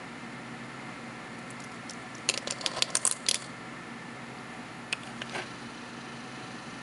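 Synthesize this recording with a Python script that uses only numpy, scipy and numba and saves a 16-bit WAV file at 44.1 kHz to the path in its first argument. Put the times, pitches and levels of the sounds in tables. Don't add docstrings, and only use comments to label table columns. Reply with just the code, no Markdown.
import sys
import numpy as np
from scipy import signal
from scipy.fft import rfft, irfft
from scipy.io import wavfile
from scipy.ndimage import uniform_filter1d
from numba import njit

SR = 44100
rng = np.random.default_rng(int(sys.argv[2]) if len(sys.argv) > 2 else 0)


def bounce(signal):
    frames = np.transpose(np.atleast_2d(signal))
    limited = np.clip(frames, -1, 1)
    pcm = np.round(limited * 32767).astype(np.int16)
    wavfile.write(sys.argv[1], SR, pcm)


def gain_from_db(level_db):
    decades = np.asarray(level_db, float) / 20
    return 10 ** decades


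N = 300743

# mode_hz, width_hz, level_db
LINKS = [(2840, 570, 8.5), (2870, 98, -6), (3420, 300, -6), (3540, 97, -13), (4240, 420, -11),
         (4670, 280, 1.5), (4750, 370, -27), (5500, 170, -10), (6200, 230, -17), (6930, 400, -2.5),
         (8850, 510, 1.5), (9400, 200, -20), (9500, 290, -3), (10430, 210, -7.5), (11000, 1600, -20)]
BOARD = [(383, 62, -7), (560, 67, 2.5), (710, 150, 1), (1049, 60, 0.5), (1280, 86, -3), (1430, 250, 3)]
CASE = [(370, 46, -1.5), (580, 78, 0), (720, 59, -4), (1150, 140, -1), (1590, 84, 4), (2050, 300, -8)]


def level(x, db):
    return x * gain_from_db(db) / np.sqrt(np.mean(x ** 2))


def curve(rows):
    s, value = np.transpose(np.array(rows, float))
    return np.interp(np.arange(N) / SR, s, value, left=-150, right=-150)


def band(x, lo_hz, hi_hz, order=2):
    return signal.sosfilt(signal.butter(order, [lo_hz, hi_hz], "band", fs=SR, output="sos"), x)


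def even_band(x, lo_hz, hi_hz):
    return signal.sosfiltfilt(signal.butter(2, [lo_hz, hi_hz], "band", fs=SR, output="sos"), x)


def ring(modes, gain, size=1536):
    hz, width_hz, db = np.transpose(modes)[:, :, None]
    t = np.arange(size) / SR
    sines = np.exp(-np.pi * width_hz * t) * np.sin(2 * np.pi * hz * t)
    return np.sum(gain[:, None] * gain_from_db(db) * sines, axis=0)


def walk(rate_hz):
    hold = int(SR / rate_hz)
    held = np.repeat(rng.standard_normal(N // hold + 1), hold)
    return 1.104 * uniform_filter1d(uniform_filter1d(held, hold), hold)[:N]


def fan():
    # freq_hz, density_db_per_hz
    room_air = [(15, -72), (25, -35), (55, -34), (91, -23.5), (118, -7.5), (201, -7.5), (234, -1.5),
                (431, -11), (515, -12.5), (925, -11), (1390, -12.5), (1580, -13), (2090, -11.5),
                (3300, -22.5), (10900, -37), (14200, -79), (22000, -120)]
    # centre_hz, width_hz, lift_db
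    duct = [(250, 330, 1), (745, 25, 9), (1167, 22, 3.5), (1351, 91, 6.5), (1550, 150, -1.5),
            (1815, 85, 3.5), (2095, 70, 6), (3470, 120, 0.5), (4340, 630, 3), (7000, 160, 6.5),
            (9900, 1340, 5)]
    # line_hz, rms_db
    blade_lines = [(58.6, -71), (73, -74), (117, -62.5), (131, -56), (176, -58.5), (234, -53.5), (468, -65),
                   (526, -63), (1346, -71), (1754, -58)]
    # time_s, share of the 2 kHz air masked (0-1)
    shade = [
        (0, 0.05),
        (3.5, 0.06),
        (4.6, 0.2),
        (5.3, 0.43),
        (6.82, 0.47),
    ]
    f = np.maximum(np.fft.rfftfreq(N, 1 / SR), 1)
    hz, db = np.transpose(room_air)
    shape_db = np.interp(np.log(f), np.log(hz), db)
    for centre_hz, width_hz, lift_db in duct:
        shape_db = shape_db + lift_db / (1 + (2 * (f - centre_hz) / width_hz) ** 2)
    air = irfft(rfft(rng.standard_normal(N)) * gain_from_db(shape_db), N) * gain_from_db(.5 * walk(3.16))
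    air = air - np.clip(curve(shade), 0, 1) * even_band(air, 1920, 2410)
    turn = 2 * np.pi * np.cumsum(1 + 0.000593 * walk(1.964)) / SR
    lines = 0
    for line_hz, rms_db in blade_lines:
        gain = np.sqrt(2) * gain_from_db(rms_db + 2.0 * walk(6))
        lines = lines + gain * np.sin(line_hz * turn + 6 * rng.random())
    return level(air, -43) + lines


def strokes(rows, body):
    attack_db_s, release_db_s = 316, 189
    flat_db, tipped_db = (2.1, -4, -3.5, -11), (1, 0.5, 3.5, 9.4)
    t, power = np.arange(0, N / SR, .001), 0
    for start_s, hold_s, pressure_db, metal_db, tipped in rows:
        db = (pressure_db, pressure_db, metal_db, metal_db)[body]
        db = db + np.interp(tipped, [0, 1], [flat_db[body], tipped_db[body]])
        fade_db = attack_db_s * np.maximum(start_s - t, 0) + release_db_s * np.maximum(t - start_s - hold_s, 0)
        power = power + gain_from_db(db - fade_db) ** 2
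    return np.interp(np.arange(N) / SR, t, np.sqrt(power))


def scrape():
    # start_s, hold_s, pressure_db, metal_db, share tipped on edge (0-1)
    chain_strokes = [
        (1.35, 1, -69, -69.5, 0.63),
        (2.36, 0.35, -51.5, -62.5, 0.62),
        (2.66, 0.15, -44, -43.5, 0),
        (2.89, 0.081, -47.5, -50, 0.1),
        (3.02, 0.13, -52, -57, 1),
        (3.21, 0.093, -53.5, -62, 0.73),
        (3.36, 0.016, -51, -45, 0.4),
        (3.41, 0.033, -53, -49, 0.25),
        (2.57, 0.046, -61, -56, 0.1),
    ]
    finger_strokes = [
        (4.9, .35, -67, -61, .3),
        (5.04, 0.19, -56, -64, 0.73),
        (5.345, 0.045, -41, -52, 0.3),
        (5.48, 0.15, -66, -64, 0.25),
    ]
    # mode_hz, width_hz, level_db
    mat = [(1660, 320, 9), (2070, 250, 11.5), (3020, 760, 18), (3200, 460, -17)]
    singing_link = [(4550, 50, -19)]
    out, slips_db = 0, 3.8 * walk(150) + 1.8 * walk(30)
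    links = LINKS[2:5] + singing_link + LINKS[5:8]
    for rows, base in ((chain_strokes, BOARD), (finger_strokes, CASE)):
        bodies = ((base, 1.3), (mat, 1.1), (links, 2.2), (LINKS[8:], 2.4))
        for body, (modes, damp) in enumerate(bodies):
            grit = rng.standard_normal(N) * gain_from_db(slips_db + 1.1 * walk(60))
            signs = np.sign(rng.standard_normal(len(modes)))
            voiced = signal.fftconvolve(grit, ring(np.array(modes) * [1, damp, 1], signs))[:N]
            voiced = band(voiced, 0.7 * modes[0][0], 0.84 * modes[-1][0], order=1)
            out = out + strokes(rows, body) * level(voiced, 0)
    return out


def families(rows, face_db, edge_db):
    s, face, edge, *rest = np.transpose(rows)[:, :, None]
    power = gain_from_db(face + face_db) ** 2 + gain_from_db(edge + edge_db) ** 2
    return np.hstack([s, 10 * np.log10(power), *rest])


def contacts(events, body, base, damp, touch_db, touch_ms, tail_db, tail_ms, knock_damp, upper_db,
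             thump_db, shed_db, size=2048, count=320):
    family_edge_hz = [1850, 3700, 5800, 7800, 11500]
    soft_below_db, soft_span_db = -25, 13
    out, ms = np.zeros(N + 2 * size), (np.arange(size) - count) * 1e3 / SR
    late_ms = np.maximum(ms, 0)
    chances = rng.standard_normal((len(events), 7, size))
    for (s, *levels, hit_hz), chance in zip(events, chances):
        modes = np.array(body, float) * [1, damp, 1]
        modes[:, 0] *= 1 + 0.012 * chance[0, :len(modes)]
        weight = gain_from_db(2.5 * chance[0, -len(modes):]) * np.sign(chance[0, 99:99 + len(modes)])
        struck = ring(modes, weight, size=512)
        freed = ring(modes * [1, .45, 1], .6 * weight, size=512)
        graze = np.exp(np.where(ms < 0, ms / 0.26 - 1.2, -ms / touch_ms))
        touches = gain_from_db(touch_db) * chance[1] ** 3 * graze
        hard = np.clip(1 + (max(levels[:4]) - soft_below_db) / soft_span_db, 0, 1)
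        touches[count] += .06 + .94 * hard
        levels[:4] = np.array(levels[:4]) + shed_db * hard
        tail = gain_from_db(tail_db) * np.exp(np.where(ms < 0, ms / 3.6 - 1.3, -ms / tail_ms))
        parts = []
        for k in range(4):
            rattle = tail * chance[2 + k]
            rung = (signal.fftconvolve(touches, struck) + signal.fftconvolve(rattle, freed))[:size]
            parts.append(even_band(rung, *family_edge_hz[k:k + 2]))
        lift_db = np.clip(4.6 * (levels[3] - levels[1]) + upper_db, -5, 14) * (np.array(base)[:, 0] > 900)
        base_gain = gain_from_db(lift_db + 1.2 * chance[0, 199:199 + len(base)])
        board = ring(np.array(base) * [1, knock_damp, 1], base_gain, size=size)
        push = np.abs(chance[6]) * late_ms * np.exp(-late_ms / 0.023)
        knock = band(signal.fftconvolve(push, board)[:size], 300, 2000)
        sway = late_ms / 9.7 * np.exp(-late_ms / 4.1) * np.sin(2 * np.pi * 0.073 * late_ms)
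        parts.append(knock + gain_from_db(thump_db) * np.max(knock) * sway)
        own = ring([(hit_hz, 25 + 0.067 * hit_hz, 0)], np.ones(1), size=512)
        parts.append(signal.fftconvolve(touches + rattle, own)[:size])
        own_db = max(levels[:4]) if hit_hz > family_edge_hz[0] else levels[4]
        at = int(s * SR) - 20 - count
        for part, db in zip(parts, levels + [own_db]):
            out[at:at + size] += gain_from_db(db) * part / np.sqrt(np.sum(part[:count + 200] ** 2) / 220)
    return out[:N]


def lifted_links():
    # time_s, face_db, edge_db, hit_hz
    ticks = [(1.3889, -66, -61, 9500), (1.5042, -68, -50, 8500), (1.5086, -66, -52, 9800),
             (1.6022, -55, -53, 7000), (1.6211, -58, -60, 4700), (1.639, -58, -54, 6200),
             (1.6439, -56, -60, 9500), (1.718, -57, -59, 4800), (1.7446, -65, -60, 6700),
             (1.8962, -42, -52, 5570), (1.9073, -47, -44.5, 5300), (1.9345, -55, -57, 6300),
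             (2.1504, -54, -59, 5830), (2.1814, -58, -59, 6200)]
    # mode_hz, width_hz, level_db
    hanging = [(3000, 500, -5), (4400, 450, -8), (5270, 220, -5), (5730, 200, -2), (6240, 280, 5),
               (7000, 210, 8), (8140, 400, -1), (9300, 400, -7), (10630, 450, 3)]
    rows = np.insert(ticks, 3, -53, axis=1)
    events = families(rows, face_db=(-14, 3, -11, -14), edge_db=(-12, -17, -10, 1.5))
    return contacts(events, hanging, BOARD, damp=1.4, touch_db=-23, touch_ms=2.6, tail_db=-13, tail_ms=3.1,
                    knock_damp=2.5, upper_db=0.1, thump_db=-39, shed_db=-3)


def single_parts(size=1024):
    # time_s, level_db, pitch_hz, width_hz
    struck_parts = [(2.2897, -26, 4220, 210), (2.2899, -25, 2810, 470), (2.2904, -24.5, 6400, 410),
                    (2.2975, -31, 3220, 120), (2.2975, -29, 2680, 290), (2.2976, -28, 4100, 350),
                    (2.3399, -38, 2740, 320), (2.3401, -35, 4010, 980), (2.3763, -37, 5060, 240),
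                    (2.3774, -32.5, 2630, 440), (2.4736, -40, 6310, 230), (2.4739, -36, 3540, 240),
                    (2.5086, -31, 7190, 170), (2.5091, -36, 8850, 490), (2.6623, -24.5, 3270, 560),
                    (2.6624, -29.5, 4450, 350), (2.6625, -34, 5300, 380), (2.8225, -41, 2660, 180),
                    (2.8226, -20, 3380, 770), (2.8228, -18.5, 4400, 420), (2.8246, -31, 7000, 260),
                    (2.9533, -31, 7100, 370), (2.9536, -21, 8790, 320), (2.9541, -30, 5460, 300),
                    (2.9701, -29, 8820, 170), (2.9713, -32, 6250, 170), (3.0518, -26, 9600, 390),
                    (3.0519, -23, 8720, 400), (3.052, -27, 8050, 120), (3.0676, -34, 10480, 460),
                    (3.0676, -26, 8700, 410), (3.0753, -29, 8580, 820), (3.0753, -21, 10100, 580),
                    (3.112, -30, 9470, 230), (3.1122, -24, 10000, 560), (3.2636, -41, 4270, 180),
                    (3.2637, -42, 3560, 120), (3.2865, -26, 3820, 1460), (3.2866, -29, 5060, 120),
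                    (3.2885, -31, 7150, 610), (3.2892, -31, 5870, 450), (3.2893, -30, 3110, 1270),
                    (3.2894, -24.5, 10500, 910), (3.3123, -27, 3500, 310), (3.3123, -23, 4560, 1270),
                    (3.3126, -28, 10430, 770), (3.3441, -26.5, 10000, 330), (3.3442, -31, 4570, 310),
                    (3.3445, -29, 7000, 610), (3.3446, -34, 2580, 220)]
    # time_s, level_db,
    # pitch_hz, width_hz
    more_parts = [(1.8958, -45, 5500, 150), (1.9075, -48, 5200, 250), (1.9345, -56, 6400, 500),
                  (2.1505, -47, 5800, 500), (2.611, -51, 4550, 200), (2.785, -48, 4550, 150),
                  (3.2872, -25, 10800, 400), (3.3445, -36, 10900, 400), (4.268, -55, 3800, 900),
                  (4.387, -51, 4500, 300), (4.9273, -38.5, 4900, 700), (4.9275, -39.5, 8300, 900),
                  (4.9284, -26, 2550, 90), (4.9308, -37, 3450, 150), (4.9327, -28.5, 2600, 110),
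                  (4.9322, -36, 1260, 300), (5.0345, -53, 3500, 300), (5.2188, -30.5, 2750, 400),
                  (5.2965, -45, 3780, 150), (5.296, -46, 4670, 600), (5.343, -56, 6500, 500),
                  (5.349, -43, 700, 50), (5.37, -45, 480, 50), (2.69, -48, 550, 40), (2.75, -44, 550, 40),
                  (2.801, -48, 540, 40), (2.8227, -24, 4000, 700), (3.0527, -34, 1250, 200),
                  (3.0755, -36, 1300, 250), (2.9538, -36, 1500, 400), (2.297, -39, 380, 40),
                  (5.356, -44, 620, 60), (5.385, -46, 700, 50), (3.3123, -28, 4050, 600),
                  (2.6625, -43, 11000, 300), (2.8225, -32, 10700, 300), (2.9536, -29, 10800, 300),
                  (2.9688, -33, 10700, 400), (2.2897, -38, 10900, 300)]
    rise_ms, chatter_db, chatter_ms = .06, -23, 2.5
    touching_damp, free_damp, free_db = 2.1, .7, -13
    span = 1.4
    rows = struck_parts + more_parts
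    out, ms = np.zeros(N + size), np.arange(size) * 1e3 / SR
    for (s, db, hz, width_hz), chance in zip(rows, rng.standard_normal((len(rows), size))):
        push = gain_from_db(chatter_db) * chance * np.exp(-ms / chatter_ms)
        push[0] += 1
        modes = [(hz, touching_damp * width_hz, 0), (hz, free_damp * width_hz, free_db)]
        rung = signal.fftconvolve(push, ring(modes, np.ones(2), size=512))[:size]
        rung = band(rung * (1 - np.exp(-ms / rise_ms)), hz / span, hz * span, order=1)
        at = int(s * SR)
        out[at:at + size] += gain_from_db(db) * rung / np.sqrt(np.sum(rung[:220] ** 2) / 220)
    return out[:N]


def laid_links():
    # time_s, face_down_db, edge_on_db, knock_db, hit_hz
    laying = [(2.2897, -26, -25, -34.5, 6700), (2.2976, -24.5, -22.5, -31.5, 2660),
              (2.3106, -45, -48, -47, 2800), (2.3176, -53, -62, -50, 4000), (2.34, -39, -43, -38, 2670),
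              (2.3438, -42, -48, -44, 2720), (2.3762, -28, -36, -34, 5700), (2.4738, -36, -51, -30.5, 6640),
              (2.4798, -41, -74, -55, 3000), (2.5047, -41, -56, -52, 4800), (2.509, -31, -33, -46, 6040),
              (2.5223, -39, -56, -38, 5200), (2.5336, -58, -68, -54, 4000), (2.586, -53, -66, -60, 4500),
              (2.6113, -38.5, -53, -49, 4400), (2.6623, -25, -29, -42, 5200),
              (2.6713, -40, -62, -36.5, 1020), (2.7161, -52, -62, -39, 4500), (2.7363, -50, -70, -46, 4600),
              (2.7847, -45, -58, -37.5, 557), (2.7918, -44, -68, -50, 4750), (2.8228, -29, -27, -34, 4150),
              (2.8326, -54, -60, -42, 4500), (2.903, -47, -51, -41, 6840)]
    settling = [(2.9535, -29, -18.5, -30, 8700), (2.9692, -36, -23.5, -38, 6000),
                (3.0298, -63, -59, -47, 4000), (3.0527, -35, -23, -31, 8300), (3.0673, -46, -23, -42, 8500),
                (3.0753, -40, -22, -35, 9500), (3.1125, -35.5, -30.5, -39, 4100),
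                (3.124, -43, -34, -44, 7900), (3.2645, -41, -51, -47, 3700),
                (3.2868, -22, -39, -38.5, 3600), (3.2897, -25, -23, -56, 3200),
                (3.2927, -36, -47, -43, 6200), (3.3124, -25, -26, -36.5, 4100),
                (3.3445, -35, -29.5, -53, 2600), (3.355, -37, -36, -46, 3500),
                (3.3684, -54, -54, -50, 4000), (3.423, -58, -64, -42, 3000)]
    events = families(laying + settling, face_db=(-4, 1.5, -4, -16), edge_db=(-12, -21, -3, -0.5))
    return contacts(events, LINKS, BOARD, damp=3.1, touch_db=-29.5, touch_ms=1.2, tail_db=-23.0, tail_ms=5.3,
                    knock_damp=0.86, upper_db=-3.0, thump_db=-16, shed_db=-6)


def focus_drive():
    # time_s, level_db
    focus = [
        (4.2, -81),
        (4.35, -70),
        (5.0, -73),
        (5.2, -95),
    ]
    whistle = band(rng.standard_normal(N), 10700, 11000)
    return level(whistle, 0) * gain_from_db(curve(focus))


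def camera_taps():
    # time_s, pad_db, nail_db, knock_db, hit_hz
    taps = [(4.9272, -41, -40, -51, 2480), (4.9313, -44, -48, -37, 1150), (5.0341, -49, -55, -62, 3500),
            (5.0733, -51, -62, -50, 3200), (5.2188, -36.5, -69, -33, 3000), (5.2249, -57, -58, -56, 3000),
            (5.2955, -52, -60, -57, 3800), (5.3224, -55, -59, -51, 1380), (5.3421, -56, -59, -54, 6460),
            (5.3478, -42, -63, -40.5, 686), (5.3659, -51, -59, -52, 674), (5.3844, -51, -64, -45, 720),
            (5.4212, -51, -65, -55, 2900), (5.4609, -58, -66, -56, 4200)]
    # mode_hz, width_hz, level_db
    shell = [(2110, 350, -3), (2390, 230, 7), (2810, 120, 3), (3300, 280, -5), (3880, 480, -8),
             (4550, 580, -4), (5200, 500, -4), (6250, 590, -8), (7150, 590, -2), (8800, 450, 6),
             (9200, 500, -2), (10700, 430, 5)]
    events = families(taps, face_db=(3, -24.5, -21, -27), edge_db=(6, 5, -2, 0))
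    return contacts(events, shell, CASE, damp=1.9, touch_db=-23, touch_ms=1.4, tail_db=-14.0, tail_ms=2.5,
                    knock_damp=1.8, upper_db=16.0, thump_db=-30, shed_db=0)


def zoom_motor():
    # time_s, level_db
    zoom = [
        (5.25, -57),
        (5.35, -48),
        (5.6, -54),
        (6.2, -53),
        (6.82, -52.5),
    ]
    # mode_hz, width_hz, level_db
    gears = [(2500, 280, 5), (3014, 98, 2), (4100, 420, 3), (4760, 200, -3), (5740, 270, -5.5),
             (6150, 450, -2.5), (9630, 550, -7)]
    gear_hz, gear_start_s = 25.86, 5.2
    turn = 2 * np.pi * gear_hz * (np.arange(N) / SR - gear_start_s)
    out = 0
    for mode in gears:
        depth_db = 3.7 * np.exp(-(np.log2(mode[0] / 5900) / 0.9) ** 2)
        mesh = rng.standard_normal(N) * gain_from_db(depth_db * np.cos(turn) + 1.2 * walk(12))
        out = out + np.sqrt(mode[1]) * signal.fftconvolve(mesh, ring([mode], np.ones(1), size=512))[:N]
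    return level(out, 0) * gain_from_db(curve(zoom))


def room_echo(near):
    t = np.arange(SR // 4) / SR
    walls = rng.standard_normal(len(t)) * gain_from_db(-60 * t / 0.25) * (t > .004)
    return gain_from_db(-19.0) * signal.fftconvolve(near, walls / np.sqrt(np.sum(walls ** 2)))[:N]


@njit
def follow(x, attack, release):
    e, out = 0., np.empty(len(x))
    for i in range(len(x)):
        e += (x[i] - e) * (attack if x[i] > e else release)
        out[i] = e
    return out


def gain_control(near):
    loud = follow(np.abs(near), 1 / (0.018 * SR), 1 / (.15 * SR))
    return np.minimum(gain_from_db(-34.0) / (loud + 1e-9), 1) ** .5


def scene():
    near = lifted_links() + single_parts() + laid_links() + camera_taps()
    steady = fan() + focus_drive() + zoom_motor()
    return (near + room_echo(near) + scrape() + gain_control(near) * steady)[None]


def band_limit(x):
    return signal.sosfilt(signal.butter(12, 13600, fs=SR, output="sos"), x)


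def record(dry):
    top_hz, converter_hz = 11030, 24000
    x = signal.sosfilt(signal.ellip(12, .3, 75, top_hz, fs=SR, output="sos"), dry[0])
    x = x - .06 * x ** 3
    mirror = band(x, 10500, 11200) * np.cos(2 * np.pi * converter_hz * np.arange(N) / SR)
    x = x + gain_from_db(-16.0) * even_band(even_band(mirror, 12400, 13300), 13000, 13400)
    return band_limit(x[None])


dry = scene()
out = record(dry)
bounce(out)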